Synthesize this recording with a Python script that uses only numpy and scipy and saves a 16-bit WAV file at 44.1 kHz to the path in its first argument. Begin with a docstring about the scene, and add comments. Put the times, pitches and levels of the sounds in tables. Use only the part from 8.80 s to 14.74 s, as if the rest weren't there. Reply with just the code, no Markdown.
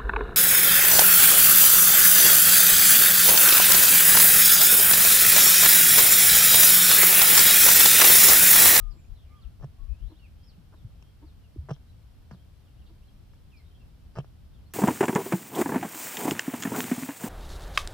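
"""A zebra crops short grass a few metres away: pulls crackle, stalks snap and the turf thumps.
Snaps and knocks are short pushes or ticks that ring the mouth; thuds are low tones that die away.
Small birds whistle (gliding sine tones) and a low call coos, over a distant rumble and faint hiss (shaped noise).
At first a light breeze buffets mainly the left microphone port with slow, uneven pressure swings."""
import sys
import numpy as np
from scipy import signal
from scipy.fft import rfft, irfft
from scipy.io import wavfile

SR = 44100
rng = np.random.default_rng(int(sys.argv[2]) if len(sys.argv) > 2 else 0)


def put_to_file(sound):
    """Save the sound as 16-bit audio at rate SR, in the file named by the first command-line argument."""
    columns = np.atleast_2d(sound).T  # one column per channel
    safe = np.clip(columns, -1, 1)
    whole_steps = np.round(safe * 32767)
    wavfile.write(sys.argv[1], SR, whole_steps.astype(np.int16))


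N = 261811


def undb(db):
    """Turn decibels into a gain."""
    return 10 ** (np.asarray(db) / 20)


def unit(x):
    """Scale a sound to rms 1."""
    return x / np.sqrt(np.mean(x ** 2) + 1e-20)


def clock(seconds):
    """Sample times of a short sound, in seconds."""
    return np.arange(max(int(seconds * SR), 8)) / SR


def add(track, start_s, sound):
    """Mix a sound into a track, dropping whatever falls outside it."""
    at = np.arange(len(sound)) + int(start_s * SR)
    inside = (at >= 0) & (at < N)
    track[at[inside]] += sound[inside]


def band(x, lo_hz, hi_hz, order=2):
    """Keep only the frequencies between two edges."""
    edges = [lo_hz, min(hi_hz, .45 * SR)]
    return signal.sosfilt(signal.butter(order, edges, "band", fs=SR, output="sos"), x)


def walk(rate):
    """Slow random drift with a spread near 1, with this many new values a second."""
    knots = rng.standard_normal(int(N / SR * rate) + 2)
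    return np.interp(np.arange(N) / SR * rate, np.arange(len(knots)), knots)


def ring(modes, detune=1, phase=0):
    """One blow sets off several tones, each falling by 60 dB in its own time t60."""
    t = clock(.2)
    sound = np.zeros(len(t))
    for hz, t60, db in modes:
        decay = np.exp(-np.log(1000) * t / t60)
        sound += undb(db) * np.sin(2 * np.pi * hz * detune * t + phase) * decay
    return sound


def ports(x, lag_ms, pan_db=0):
    """Two microphone ports: a positive lag reaches the right one later, a positive pan favours the left."""
    late = np.interp(np.arange(N) - lag_ms * SR / 1000, np.arange(N), x, left=0)
    return np.array([x * undb(pan_db / 2), late * undb(-pan_db / 2)])


def scatter(x, t60, damp_hz):
    """Diffuse return from ground and bushes: a fading noise tail, different at each port."""
    t = clock(.6)
    noise = band(rng.standard_normal((2, len(t))), 210, damp_hz, order=1)
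    tails = noise * np.exp(-np.log(1000) * t / t60)
    return np.array([signal.fftconvolve(x, tail / np.linalg.norm(tail))[:N] for tail in tails])


def air(level_db=-52.8, rumble_pan_db=2):
    """Open-air background: distant rumble, much alike at both ports, under a smooth faint hiss."""
    # noise spectrum: f/Hz, relative level/dB (per Hz)
    air_spectrum = [(12, -33), (20, -7), (33, -4.5), (49, -1.5), (76, -1.5), (169, -15), (387, -29),
                    (796, -33.5), (889, -36), (1510, -38.5), (1830, -41.5), (3270, -41.5), (3550, -43.5),
                    (6180, -47.5), (12000, -47.5), (15000, -49)]
    # how alike the two ports are: f/Hz, likeness (0 unrelated, 1 the same)
    port_likeness = [(60, 0.7), (130, 0.6), (290, 0.22), (640, 0.22), (1400, 0.37), (15000, 0.0062)]
    log_hz = np.log(np.maximum(np.arange(N // 2 + 1) * SR / N, 1))
    spectrum_hz, spectrum_db = np.transpose(air_spectrum)
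    likeness_hz, likeness = np.transpose(port_likeness)
    gain = undb(np.interp(log_hz, np.log(spectrum_hz), spectrum_db))
    alike = np.clip(np.interp(log_hz, np.log(likeness_hz), likeness), 0, 1)
    # nothing below 15 Hz
    mid, side = rfft(rng.standard_normal((2, N))) * gain * (log_hz > np.log(15))
    left_right = np.array([[1], [-1]])
    both = np.sqrt(1 + alike) * mid + np.sqrt(1 - alike) * side * left_right
    # only the lows waver; the hiss stays even
    low = 1 / (1 + (np.exp(log_hz) / 700) ** 2)
    waver_db = .3 * walk(1.5) + 1.1 * walk(12)
    rumble = irfft(both * low, N) * undb(waver_db + left_right * rumble_pan_db / 2)
    hiss = irfft(both * (1 - low), N)
    return undb(level_db) * unit(rumble + hiss)


def whistle(length, pitches, depth_hz=0, trill_hz=85, waver=0.006, flutter_db=1.6, swell=.65, unsteady=.3):
    """A nearly pure note swells and fades as its pitch curves, perhaps with an uneven trill."""
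    t = clock(length)
    u = t / length
    # a smooth curve through the start, middle and end pitches
    curve = np.polyfit([0, .5, 1], np.log(pitches), 2)
    hz = np.exp(np.polyval(curve, u))
    trill_rate = trill_hz * np.exp(unsteady * walk(60)[:len(t)])
    trill = np.sin(2 * np.pi * np.cumsum(trill_rate) / SR)
    hz = hz * (1 + waver * walk(171)[:len(t)]) + depth_hz * trill
    loudness = np.sin(np.pi * u) ** swell * undb(flutter_db * walk(53)[:len(t)])
    return np.sqrt(2) * loudness * np.sin(2 * np.pi * np.cumsum(hz) / SR)


def birds():
    """Smooth low coos, and thin slurs and trills above them, each a gliding near-pure tone."""
    # a low cooing call: t/s, length/s, start f/Hz, middle f/Hz, end f/Hz, level/dB
    coos = [(-0.09, 0.24, 1210, 1248, 1150, -61), (0.135, 0.06, 1190, 1210, 1200, -79),
            (0.475, 0.165, 1110, 1220, 1000, -67), (0.6, 0.08, 1370, 1335, 1280, -76.5),
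            (0.95, 0.15, 1075, 1115, 1095, -76)]
    # songbirds: t/s, length/s, start f/Hz, middle f/Hz, end f/Hz, trill depth/Hz, level/dB
    slurs = [(0.103, 0.035, 5350, 4720, 3800, 0, -72), (0.107, 0.18, 7570, 7270, 6750, -3, -77.5),
             (0.17, 0.044, 2200, 2410, 2650, 150, -78), (0.24, 0.019, 2100, 2390, 2750, -2, -75),
             (0.335, 0.15, 4300, 3350, 2600, 230, -76.5), (0.455, .11, 2650, 2170, 2750, 172, -77),
             (0.547, 0.07, 2810, 3340, 2440, 2, -76), (0.612, 0.052, 5200, 3300, 2400, 0, -71.5),
             (1.076, .11, 2480, 2540, 2680, 44, -78.5), (1.171, .13, 2650, 3170, 4110, 150, -79.5),
             (1.27, 0.05, 3700, 4050, 4150, 160, -75), (1.315, 0.028, 4150, 3450, 2500, 0, -75.5),
             (1.346, 0.041, 2750, 3530, 4180, 0, -75), (1.378, 0.04, 4060, 2900, 3360, 0, -75.5),
             (1.382, 0.034, 4300, 4400, 4700, 0, -80), (1.413, 0.064, 2800, 2660, 2100, 0, -67),
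             (1.578, 0.1, 3200, 3220, 3200, 50, -80), (1.625, 0.034, 4430, 5260, 5550, 0, -74),
             (1.659, 0.062, 5600, 4800, 3500, 0, -70.5), (1.712, 0.045, 3700, 2850, 2450, 0, -79),
             (1.947, 0.085, 4100, 3600, 3240, 60, -80), (2.175, 0.18, 3200, 3207, 3300, 110, -81),
             (2.45, 0.069, 5200, 4100, 3220, 0, -80), (2.617, 0.057, 3130, 2880, 2500, 2, -77.5),
             (3.075, 0.05, 3850, 4000, 3500, 0, -79), (3.506, 0.06, 5400, 4250, 3150, 40, -75),
             (3.575, 0.05, 3050, 3200, 3300, 40, -80), (3.85, 0.049, 3740, 3080, 2600, 0, -80),
             (3.971, 0.032, 2580, 3000, 3250, 0, -80), (4.009, 0.024, 3300, 2940, 2500, 0, -75),
             (4.055, 0.031, 3100, 3700, 3500, 248, -73.5), (4.05, .06, 4100, 4350, 4150, 300, -82),
             (4.067, .02, 3270, 2850, 2550, 0, -76), (4.223, 0.024, 2500, 2910, 3400, 0, -77),
             (4.27, 0.023, 4220, 4100, 3970, 0, -80), (4.28, 0.022, 3160, 3250, 2930, 0, -74.5),
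             (4.692, .04, 3700, 3180, 2600, 0, -81), (4.714, 0.067, 2900, 2430, 2330, 0, -70.5),
             (4.766, 0.055, 2330, 2240, 1950, 0, -72.5), (4.762, 0.026, 4960, 5200, 4750, 200, -75.5),
             (4.763, 0.045, 4730, 4280, 4100, 100, -78), (4.826, .085, 3700, 3750, 4000, 140, -82),
             (4.903, 0.023, 2970, 3130, 3270, 0, -77), (4.997, 0.042, 2830, 2720, 2530, -2, -73.5),
             (4.934, .05, 3114, 3240, 3180, 120, -75), (5.725, 0.075, 3700, 3350, 2600, 120, -76),
             (5.85, 0.035, 4000, 4250, 4400, 0, -80), (5.905, 0.05, 5950, 5800, 5650, 0, -77)]
    out = np.zeros(N)
    for s, length, *pitches, db in coos:
        add(out, s, undb(db) * whistle(length, pitches, flutter_db=1.8, swell=1.7))
    for s, length, *pitches, depth_hz, db in slurs:
        add(out, s, undb(db) * whistle(length, pitches, depth_hz))
    return out


def breeze(wobble=0.05, rush_db=-17):
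    """Eddies roll over a port, each a few uneven slow pressure swings with a little rush."""
    # gusts: t/s, length/s, swirl f/Hz (before its wobble), level/dB (before panning)
    gusts = [(-0.02, 0.17, 35, -39), (0.281, 0.077, 32, -45), (0.642, 0.051, 46.7, -44.5),
             (0.788, 0.052, 40.4, -47), (0.988, 0.093, 33, -42.5), (1.08, 0.067, 56, -35.5),
             (1.203, 0.092, 46.5, -40.5)]
    out = np.zeros(N)
    drift = walk(66.1)
    rush = unit(band(rng.standard_normal(N), 66.0, 103.0))
    for s, length, hz, db in gusts:
        t = clock(length)
        start = int(s * SR)
        swirl_hz = hz * np.exp(wobble * np.roll(drift, -start)[:len(t)])
        swirl = np.sin(2 * np.pi * np.cumsum(swirl_hz) / SR)
        eddy = swirl + undb(rush_db) * np.roll(rush, -start)[:len(t)]
        add(out, s, undb(db) * np.sin(np.pi * t / length) * eddy)
    return out


def ticks(length, fibres_per_s=1400, size_db=3.5):
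    """A short swell of quick ticks at random moments and of uneven size, with rms 1."""
    t = clock(length)
    chance = rng.random((2, len(t)))
    happens = chance[0] < fibres_per_s / SR
    sizes = undb(-size_db * np.log(chance[1] + 1e-3))
    # push up on even samples, down on odd ones
    signs = (-1) ** np.arange(len(t))
    return unit(happens * sizes * signs * np.sin(np.pi * t / length) ** .5)


def chews(spread=.03):
    """Teeth grind briefly and ring the closed mouth, whose shape differs a little at each stroke."""
    # hollow knocks of the jaws: t/s, grind length/s, peak level/dB
    jaw_knocks = [(0.107, 0.08, -54), (1.284, 0.062, -48.5), (1.933, 0.02, -52), (2.41, 0.047, -46.5),
                  (4.08, 0.044, -54.5)]
    # tones of the closed mouth: f/Hz (before its random shift), t60/s, relative level/dB
    jaw_modes = [(330, 0.08, 5), (420, 0.02, 1), (630, 0.018, -6), (968, 0.03, -3)]
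    out = np.zeros(N)
    for s, length, db in jaw_knocks:
        t = clock(length)
        grind = ticks(length) * np.sin(np.pi * t / length)
        mouth = ring(jaw_modes, detune=np.exp(spread * rng.standard_normal()))
        knock = signal.fftconvolve(grind, mouth)
        add(out, s, undb(db) * knock / np.abs(knock).max())
    return out


def crack(low_hz, spread=0.025, release_ms=1.12, release_power=0.3):
    """A sudden release of tension, heard directly and through a slightly varying mouth; peak 1."""
    # tones of mouth and sod: f/Hz (before its random shift), t60/s, level/dB (against the bare crack)
    mouth_modes = [(393, 0.035, -40), (470, 0.018, -39), (657, 0.04, -45), (727, 0.05, -52),
                   (1060, 0.02, -50), (1207, 0.019, -46), (1459, 0.04, -41), (1700, 0.012, -37)]
    shifts = np.exp(spread * rng.standard_normal(len(mouth_modes)))
    modes = [(hz * shift, t60, db) for (hz, t60, db), shift in zip(mouth_modes, shifts)]
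    mouth = ring(modes, phase=np.pi / 2)
    # release_ms holds for a low edge of 200 Hz; thinner stalks, with higher edges, let go faster
    release_s = release_ms / 1000 * (low_hz / 200) ** -release_power
    t = np.arange(len(mouth)) / SR
    push = np.sin(np.pi * np.minimum(t / release_s, 1)) ** 2
    through_mouth = signal.fftconvolve(push, mouth)[:len(mouth)]
    sound = band(push + through_mouth, low_hz, 6000, order=1)
    return sound / np.abs(sound).max()


def blades(count):
    """Short ring of a dry blade parting, with unit energy, in this many samples."""
    # crisp tones of breaking blades: f/Hz, t60/s, relative level/dB
    blade_modes = [(2770, 0.0047, 4), (3480, 0.0027, -6), (5660, 0.0026, 5), (8000, 0.00072, 11.5)]
    tick = band(ring(blade_modes), 2400, 8500, order=4)[:count]
    return tick / np.linalg.norm(tick)


def snap(snap_db, turf_db, low_hz, turf_hz=141, turf_t60=0.073, turf_rise=0.006, crisp_db=-21,
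         splinter_s=0.0045):
    """Grass lets go: a crack rings the mouth, fibres splinter, and the released turf springs back."""
    t = clock(.2)
    # cubing the noise leaves a few strong spikes
    fibres = rng.standard_normal(len(t)) ** 3 * np.exp(-t / splinter_s)
    splinters = np.convolve(fibres, blades(count=512))[:len(t)]
    sound = crack(low_hz) + undb(crisp_db) * splinters / np.abs(splinters).max()
    turf = ring([(turf_hz, turf_t60, turf_db)], phase=np.pi / 4)
    turf = turf * (1 - np.exp(-t / turf_rise))
    return -undb(snap_db) * sound - turf


def snaps():
    """Stalks and tufts break one after another, mostly in clusters around the pulls."""
    # t/s, crack level/dB, turf thump level/dB (before its rise and decay), low edge f/Hz of the crack;
    # thin stalks crack in a higher band
    bites = [(0.7995, -57, -62, 400), (0.811, -48, -40, 160), (0.8235, -51, -52, 450),
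             (0.828, -53, -36, 400), (0.8297, -46.5, -47, 397), (0.835, -49, -30.5, 500),
             (0.8367, -50, -50, 700), (0.8434, -38, -26, 150), (1.93, -63, -59, 826),
             (2.224, -55, -48.5, 400), (2.8874, -40, -46, 600), (2.8905, -40, -48, 600),
             (2.8926, -38, -49, 820), (2.895, -35.5, -33, 220), (2.8993, -50, -52, 710),
             (2.9061, -31, -26.5, 410), (2.9122, -28.5, -19, 170), (2.9645, -55.5, -56, 600),
             (3.5115, -39.5, -36, 760), (3.5119, -45, -52, 764), (3.5157, -48, -28.5, 800),
             (3.5471, -53.5, -40.5, 800), (4.536, -57, -67, 1100), (5.36, -38.5, -50, 795),
             (5.3632, -48, -41, 500), (5.3685, -50, -32, 800), (5.369, -41, -40, 700),
             (5.3753, -37, -44, 350), (5.3785, -47, -36, 600), (5.3858, -26, -18, 295),
             (5.3901, -43, -45, 250), (5.401, -39, -39, 300), (5.4451, -46.5, -72, 463)]
    out = np.zeros(N)
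    for s, snap_db, turf_db, low_hz in bites:
        add(out, s, snap(snap_db, turf_db, low_hz))
    return out


def pulls(low_hz=600, crisp_db=-15):
    """Single blades part throughout each pull: a dull part through the lips and a crisp part in the open."""
    # pulls on the grass: t/s, length/s, crackle level/dB, brightness/dB (added to crisp_db)
    grass_pulls = [(0.817, 0.035, -61.5, -1), (1.923, 0.024, -63.5, -8), (2.223, 0.0052, -69, 17.5),
                   (2.884, 0.045, -54, -14), (3.506, 0.046, -66, -1), (4.528, 0.021, -77.5, 11.5),
                   (5.353, 0.057, -54.5, -3)]
    out = np.zeros(N)
    mouth = crack(low_hz)
    mouth = mouth / np.linalg.norm(mouth)
    crisp = blades(count=len(mouth))
    for s, length, db, bright_db in grass_pulls:
        parting = mouth + undb(crisp_db + bright_db) * crisp
        add(out, s, undb(db) * signal.fftconvolve(ticks(length), parting))
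    return out


def thuds(contact_s=0.0095):
    """Soft contacts push the turf, which rings low and dies away."""
    # dull thuds of muzzle and hooves: t/s, f/Hz, t60/s, peak level/dB
    turf_thuds = [(1.778, 169, 0.052, -47.5), (2.045, 109.5, 0.033, -35), (2.76, 308, 0.012, -41.5),
                  (2.766, 114, 0.041, -41.5), (2.78, 75.5, 0.11, -31), (2.822, 136.4, 0.33, -46.5),
                  (3.515, 185, 0.14, -46.5), (4.318, 196, 0.13, -58.5)]
    out = np.zeros(N)
    for s, hz, t60, db in turf_thuds:
        thud = ring([(hz, t60, 0)])
        t = np.arange(len(thud)) / SR
        # a soft contact builds up gradually
        thud = thud * (1 - np.exp(-(t / contact_s) ** 2))
        add(out, s, -undb(db) * thud / np.abs(thud).max())
    return out


def scrapes(blade_t60=.0035, slips_per_s=2500, size_db=4):
    """A blade sliding through the lips sticks and slips in dense uneven ticks that ring it at one pitch."""
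    # blades scraping and springing back: t/s, length/s, f/Hz, level/dB
    blade_scrapes = [(2.888, 0.04, 3200, -73), (2.915, 0.015, 5400, -75), (2.931, 0.014, 5650, -68),
                     (2.93, 0.04, 3350, -76), (5.35, 0.024, 4850, -73), (5.383, 0.01, 5900, -67),
                     (5.38, 0.035, 2850, -68)]
    out = np.zeros(N)
    for s, length, hz, db in blade_scrapes:
        blade = band(ring([(hz, blade_t60, 0)]), hz * .8, hz * 1.2)
        blade = blade / np.linalg.norm(blade)
        slips = ticks(length, slips_per_s, size_db)
        add(out, s, undb(db) * signal.fftconvolve(slips, blade))
    return out


def scene():
    """The zebra just left of centre, its treble spread by the ground; birds further off, breeze and air."""
    zebra = snaps() + pulls() + scrapes() + chews() + thuds()
    song = birds()
    near = ports(zebra, lag_ms=.05) + undb(-18) * scatter(zebra, t60=.08, damp_hz=6000)
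    # gains for left and right
    treble = undb([[-5], [-3]]) * scatter(band(zebra, 2400, 12000), t60=.012, damp_hz=9000)
    far = ports(song, lag_ms=-0.04, pan_db=-0.5) + undb(-7) * scatter(song, t60=.22, damp_hz=7100)
    wind = ports(breeze(), lag_ms=.3, pan_db=23)
    return near + treble + far + wind + air()


def record(dry, top_hz=15200):
    """The microphone colours the treble and the recorder cuts the top."""
    # microphone colour: f/Hz, gain/dB; the end values carry on beyond the ends
    mic_colour = [(2500, 3), (3200, 4.5), (4300, 5), (5600, 5), (6400, 0), (9500, 1), (12000, 1.5)]
    hz, db = np.transpose(mic_colour)
    colour = undb(np.interp(np.arange(N // 2 + 1) * SR / N, hz, db))
    coloured = irfft(rfft(dry) * colour, N)
    return signal.sosfilt(signal.ellip(8, .2, 70, top_hz, fs=SR, output="sos"), coloured)


dry = scene()
out = record(dry)
put_to_file(out)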